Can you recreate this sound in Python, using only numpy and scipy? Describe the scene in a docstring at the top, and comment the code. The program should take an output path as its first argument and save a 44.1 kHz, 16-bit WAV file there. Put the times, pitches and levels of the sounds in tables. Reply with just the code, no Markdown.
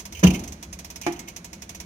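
"""The ratchet of a long-case pendulum clock being wound, on a stereo pair close inside the wooden case.
The pawl drops from tooth to tooth, clicking unevenly as a weight rises. A heavy knock booms through
the case and sets brass parts rattling; a lighter tock rings a wooden panel later on.
Room air and a faint low hum lie underneath."""
import sys
import numpy as np
from scipy import signal
from scipy.fft import rfft, irfft, next_fast_len
from scipy.io import wavfile

SR = 44100
rng = np.random.default_rng(int(sys.argv[2]) if len(sys.argv) > 2 else 0)


def transcribe(signal):
    """Save signal, clipped to [-1, 1], as a 16-bit WAV file at the path in sys.argv[1]."""
    frames = np.atleast_2d(signal).T
    limited = np.clip(frames, -1, 1)
    pcm = np.round(limited * 32767).astype(np.int16)
    wavfile.write(sys.argv[1], SR, pcm)


N = 81585
TIME = np.arange(N) / SR
BINS = np.maximum(np.fft.rfftfreq(N, 1 / SR), 1)


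def amp(db):
    """Decibels to gain."""
    return 10 ** (np.asarray(db) / 20)


def at_hz(points, hz, column=1):
    """Read a column of a table on a log-frequency axis."""
    table = np.array(points, float)
    return np.interp(np.log(hz), np.log(table[:, 0]), table[:, column])


def likeness(hz):
    """Correlation of the two microphones: high in the bass, low in the treble."""
    # stereo width: (frequency [Hz], side against mid [dB])
    side_level = [(100, -24), (190, -26), (300, -15), (450, -6), (800, -1), (2000, -3.5), (6000, -2.5),
                  (15000, -1)]
    side = amp(at_hz(side_level, hz)) ** 2
    return (1 - side) / (1 + side)


def noise(colour):
    """Stereo noise of a given colour, centred in the bass and wider in the treble."""
    alike = likeness(BINS)
    mid, side = rfft(rng.standard_normal((2, N)))
    pair = np.sqrt((1 + alike) / 2) * mid + np.sqrt((1 - alike) / 2) * side * [[1], [-1]]
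    return irfft(pair * amp(at_hz(colour, BINS)), N)


def tone(hz, jostle=0):
    """A stereo sine; high ones reach the two microphones out of step."""
    phase, offset = rng.uniform(-np.pi, np.pi, 2)
    apart = np.arccos(likeness(hz)) * np.sign(offset)
    return np.sin(2 * np.pi * hz * TIME + phase + jostle + np.array([[0], [apart]]))


def wavering(hz, width):
    """A narrow band of noise, rms 1."""
    band = irfft(rfft(rng.standard_normal(N)) / (1 + ((BINS - hz) / width) ** 2), N)
    return band / band.std()


def envelope(start, rise, t60, hold=0):
    """A straight rise, a hold and an exponential decay, all in seconds."""
    age = TIME - start
    attack = np.clip(age / max(rise, 1e-4), 0, 1)
    return attack * np.exp(-np.log(1000) * np.maximum(age - rise - hold, 0) / t60)


def ring(start, hz, db, rise, t60):
    """One struck mode."""
    return amp(db) * envelope(start, rise, t60) * tone(hz)


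def strikes(times, dbs):
    """Impulses at the given times."""
    out = np.zeros(N)
    np.add.at(out, np.clip((np.asarray(times) * SR).astype(int), 0, N - 1), amp(dbs))
    return out


def background():
    """Room air, a wavering low hum and a faint rumble fill the case."""
    # room air: (frequency [Hz], level [dB])
    air = [(25, -50), (45, -22.5), (75, -22), (120, -38), (185, -18.5), (250, -26.5), (330, -35.5),
           (500, -35.5), (900, -45), (1500, -39), (2400, -45), (4000, -51.5), (6400, -54), (9000, -57),
           (15000, -62.5)]
    # bands of the hum: (centre [Hz], level [dB], width [Hz])
    hum_bands = [(95, -60, 42), (175.6, -58, 14), (329.2, -60, 8.9)]
    # the rumble swells and sinks: (time [s], level [dB])
    rumble_level = [(0, -61), (.16, -45), (.7, -49.5), (1.0, -54.5), (1.4, -62), (1.85, -47.5)]
    hum = sum(amp(db) * wavering(hz, width) for hz, db, width in hum_bands)
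    rumble = amp(np.interp(TIME, *np.transpose(rumble_level))) * wavering(hz=69, width=20.4)
    return amp(-5.5) * noise(air) + hum + rumble


def tock(start=1.0648):
    """A light, hard blow cracks on a wooden panel and rings it."""
    # panel modes: (frequency [Hz], level [dB], rise [s], t60 [s])
    panel_modes = [(160, -38, .005, 0.31), (265, -37, 0.0043, 0.14), (300, -23, 0.0017, 0.16),
                   (342, -19, 0.0079, 0.22), (400, -41, .004, 0.2), (702.4, -28.5, 0.0022, .17),
                   (841.7, -25.5, 0.0012, 0.13), (1284, -43, .001, 0.18), (1516, -38, .001, 0.18),
                   (1787, -39, .001, .14), (1920, -43, .001, 0.099), (2068, -31.5, .001, 0.14),
                   (2370, -34.5, .001, 0.13)]
    # the blow, and its decay in the room: (frequency [Hz], level [dB])
    blow_colour = [(200, -25), (300, -22), (500, -15), (750, -28), (1100, -13), (1500, -15.5),
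                   (2200, -19.5), (3200, -26.5), (6000, -34), (15000, -40.5)]
    room_colour = [(200, -30.5), (340, -12.5), (500, -46), (750, -24.5), (1500, -31.5), (2400, -33.5),
                   (4000, -47), (15000, -85)]
    panel = sum(ring(start, *mode) for mode in panel_modes)
    clatter = amp(2) * noise(blow_colour) * envelope(start, rise=0.00076, t60=0.1)
    crack = ring(start, hz=2230, db=-20, rise=0.0015, t60=0.0082)
    room = noise(room_colour) * envelope(start, rise=0.013, t60=0.72)
    return panel + crack + clatter + room


def knock(start=0.2285):
    """A soft heavy blow: the case's low modes swell and boom, and the room carries them on."""
    # case modes: (frequency [Hz], level [dB], rise [s], t60 [s])
    case_modes = [(73.97, -21.5, 0.05, 0.24), (97.4, -23, 0.021, 0.1), (147.9, -20, 0.023, 0.31),
                  (181.9, -5, 0.02, .25), (225.8, -23, 0.041, 0.38), (275, -25, 0.022, 0.17),
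                  (311.2, -17.5, .015, 0.11), (392.2, -25.5, 0.0091, 0.25), (424.4, -20, 0.0089, 0.11),
                  (490, -23, 0.0047, 0.13), (625, -32, 0.0034, 0.12), (929, -30, 0.0045, 0.26),
                  (1003, -29.5, 0.0061, 0.25), (1774, -26, 0.0027, 0.15)]
    # the blow, and its decay in the room: (frequency [Hz], level [dB])
    blow_colour = [(100, -22), (300, -14), (430, -0.5), (600, -12), (900, -13), (1400, -10), (2500, -20.5),
                   (4000, -22.5), (8000, -33), (15000, -43)]
    room_colour = [(40, -11), (75, -2.5), (120, -11.5), (185, -5), (330, -8.5), (500, -20.5), (900, -19),
                   (1500, -30.5), (2800, -29.5), (6000, -44), (15000, -44)]
    boom = sum(ring(start, *mode) for mode in case_modes)
    thud = amp(-3.5) * noise(blow_colour) * envelope(start, rise=0.0073, t60=0.14, hold=0.013)
    room = noise(room_colour) * envelope(start, rise=0.023, t60=0.76)
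    return boom + thud + room


def rattle():
    """Loose brass parts buzz against each other in short bursts; each favours one part's ring."""
    # parts touch: (time [s], level [dB], rise [s], hold [s], t60 [s], favoured ring [Hz])
    touches = [(0.149, -16.5, 0.0012, 0.0053, 0.11, 2740), (0.169, -18.5, 0.0018, 0.0056, 0.21, 6500),
               (0.234, 3, 0.0042, 0.0044, 0.028, 6200), (0.244, -2, 0.0026, 0.0013, 0.039, 2840),
               (0.2673, 1, 0.0026, 0.0053, 0.055, 2780), (0.303, -5, 0.0024, .004, 0.04, 2680),
               (0.342, -9.5, .003, 0.0067, 0.059, 2130), (0.353, -12, .003, 0.0045, 0.066, 6530),
               (1.033, -18, .002, .004, 0.37, 2400), (1.16, -24.5, 0.0028, 0.0059, 0.05, 6300),
               (1.273, -19, 0.0056, 0.0058, 0.11, 2250)]
    # the brass's modes, and the hiss of contact: (frequency [Hz], level [dB])
    brass_modes = [(2180, -37), (2398, -36.5), (2573, -38.5), (2808, -35), (3006, -46), (3068, -32.5),
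                   (6030, -41.5), (6250, -47.5), (6480, -49), (8450, -48), (11300, -47), (12600, -39.5),
                   (15300, -30)]
    hiss_colour = [(1000.0, -28), (1700.0, -22.5), (2300.0, -14.5), (2850.0, -9.5), (3800.0, -25),
                   (5000.0, -23), (6300.0, -24.5), (8000.0, -27.5), (11000.0, -26), (13500.0, -36.0),
                   (15300.0, -22)]
    focus_db, focus_octaves = 9.5, 0.089
    blur = 0.0051  # repeated touches jostle each ring's phase, at this share of its pitch
    hz, level = np.transpose(brass_modes)
    tones = np.array([tone(f, jostle=wavering(0, blur * f)) for f in hz])
    metal, buzz_power = 0, 0
    for start, db, rise, hold, t60, focus_hz in touches:
        burst = amp(db) * envelope(start, rise, t60, hold)
        after_ring = amp(db - 21.5) * envelope(start, rise, t60=0.3)
        focus = np.exp(-(np.log2(hz / focus_hz) / focus_octaves) ** 2)
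        weights = amp(level + focus_db * focus) * rng.choice([-1, 1], len(hz))
        metal += (burst + after_ring) * np.tensordot(weights, tones, 1)
        buzz_power += burst ** 2
    return amp(-5) * noise(hiss_colour) * np.sqrt(buzz_power) + metal


def pawl_ring(landings, levels):
    """The steel rings after each drop until the next, with its own strength and pitch for every tooth."""
    # modes of pawl and wheel: (frequency [Hz], level [dB], t60 [s])
    steel_modes = [(963, -47, 0.11), (2190, -53.5, 0.18), (2523, -53, 0.12), (3418, -50.5, 0.09),
                   (5350, -45.5, 0.065), (5990, -54.5, 0.1), (6460, -53, 0.097), (8010, -52.5, 0.13),
                   (11600, -48, 0.052)]
    spread_db, pitch_spread = 2.5, 0.015
    tooth = np.maximum(np.searchsorted(landings, TIME) - 1, 0)
    age = np.maximum(TIME - landings[tooth], 0)
    out = 0
    for hz, db, t60 in steel_modes:
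        strength, detune, *mic_phases = rng.standard_normal((len(levels), 4)).T
        height = amp(db + levels + spread_db * strength)[tooth] * amp(-60 * age / t60)
        pitch = hz * (1 + pitch_spread * detune[tooth])
        out += height * np.sin(2 * np.pi * pitch * age + np.array(mic_phases)[:, tooth])
    return out


def pawl_snap(landings, levels):
    """The pawl lands and bounces, each contact a bright tick."""
    # contacts of one drop: (base delay [s], level [dB])
    bounces = [(.001, 9), (.0047, -11), (.014, -11)]
    contacts = sum(strikes(landings + delay * rng.uniform(0.77, 3.4, len(landings)), levels + db)
                   for delay, db in bounces)
    treble = signal.butter(2, [4000, 7500], "band", fs=SR, output="sos")
    return amp(-29.5) * signal.sosfilt(treble, contacts)


def ratchet():
    """Close to the microphones, each drop of the pawl snaps, rings and scatters through the case."""
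    # the pawl drops off a tooth: (time [s], level [dB], rise [s])
    clicks = [(-0.004, 0, .001), (0.053, 0.5, .001), (0.1233, -1.5, .001), (0.191, -2, .002),
              (0.336, -1.5, .001), (0.3925, -3, .001), (0.437, -2, .001), (0.4762, -2.5, .001),
              (0.521, -1.5, .001), (0.6266, 1, .001), (0.7275, 0, .001), (0.7893, -0.5, .001),
              (0.8456, -1, .001), (0.9014, -0.5, .001), (0.9578, 0.5, 0.0013), (1.0135, 1.5, .001),
              (1.1216, -1.5, .001), (1.1918, 0.5, .001), (1.275, -0.5, .009), (1.3626, 2, .001),
              (1.4441, -0.5, .001), (1.530, -1, .001), (1.620, 0, .001), (1.6923, 0.5, .001),
              (1.7475, -1.5, .001), (1.8008, 1, .001)]
    # the click, and its decay in the case: (frequency [Hz], level [dB])
    click_colour = [(500.0, -44.5), (700.0, -37.0), (1000.0, -40), (1400.0, -40.5), (2400.0, -37),
                    (4200.0, -41), (6400.0, -41), (10000.0, -43.0), (15000.0, -40)]
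    tail_colour = [(500, -53), (1000, -42.5), (2400, -56.5), (4200, -52), (6400, -67.5), (10000, -67),
                   (15000, -66)]
    hold_s, t60_s = 0.0059, 0.082
    shared = 0.81  # share of the case's answer that every click has in common
    times, levels, rises = np.transpose(clicks)
    landings = times + rises - rises.min()
    answer = noise(click_colour) * envelope(0, rises.min(), t60_s, hold_s)
    common = signal.fftconvolve(strikes(landings, levels)[None], answer, axes=1)[:, :N]
    scatter_power = sum((amp(db) * envelope(t, rise, t60_s, hold_s)) ** 2 for t, db, rise in clicks)
    scatter = noise(click_colour) * np.sqrt(scatter_power)
    body = np.sqrt(shared) * common + np.sqrt(1 - shared) * scatter
    snap = pawl_snap(landings, levels)
    tail_power = sum((amp(db) * envelope(t, rise=0.024, t60=0.28)) ** 2 for t, db, _ in clicks)
    tail = noise(tail_colour) * np.sqrt(tail_power)
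    return amp(1.5) * body + tail + pawl_ring(landings, levels) + snap


def scene():
    """Everything heard from inside the case."""
    return ratchet() + rattle() + knock() + tock() + background()


def record(dry):
    """Two close microphones colour the sound; peaks are rounded, deep bass and top are cut."""
    # microphone colour: (frequency [Hz], left [dB], right [dB])
    mic_colour = [(395, 2, 2), (680, 2.5, 6.5), (926, -4, 3.0), (1480, 0, -2), (2340, -2.5, 6.0),
                  (3460, -1, 3.5), (4250, 3, 5.5), (5300.0, -2, 9), (6510, -1.5, 15.5), (7500, 2.5, 4.0),
                  (8400, 5.5, -18), (9320, 2, -12), (10780, 7, 0.5), (12300, 3, -8.5), (12900, -4.5, -16),
                  (14100, -1.0, 0.5), (15400.0, -11, -3.5)]
    # the treble reaches the left microphone first: (frequency [Hz], lead [s])
    left_lead = [(400, 0), (1500, .00034)]
    bass_cut_hz, top_cut_hz = 44, 15900
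    ceiling, knee = 0.9, 6
    size = next_fast_len(N + 4096)
    hz = np.maximum(np.fft.rfftfreq(size, 1 / SR), 1)
    dry = signal.sosfilt(signal.butter(4, bass_cut_hz, "high", fs=SR, output="sos"), dry)
    colour = amp([at_hz(mic_colour, hz, column=1), at_hz(mic_colour, hz, column=2)])
    lag = np.exp(1j * np.pi * hz * at_hz(left_lead, hz) * np.array([[1], [-1]]))
    heard = irfft(rfft(dry, size) * colour * lag, size)
    rounded = heard / (1.5 + np.abs(heard / ceiling) ** knee) ** (1 / knee)
    low_pass = 1 / np.sqrt(1 + (hz / top_cut_hz) ** 200)
    return irfft(rfft(rounded) * low_pass, size)[:, :N]


dry = scene()
out = record(dry)
transcribe(out)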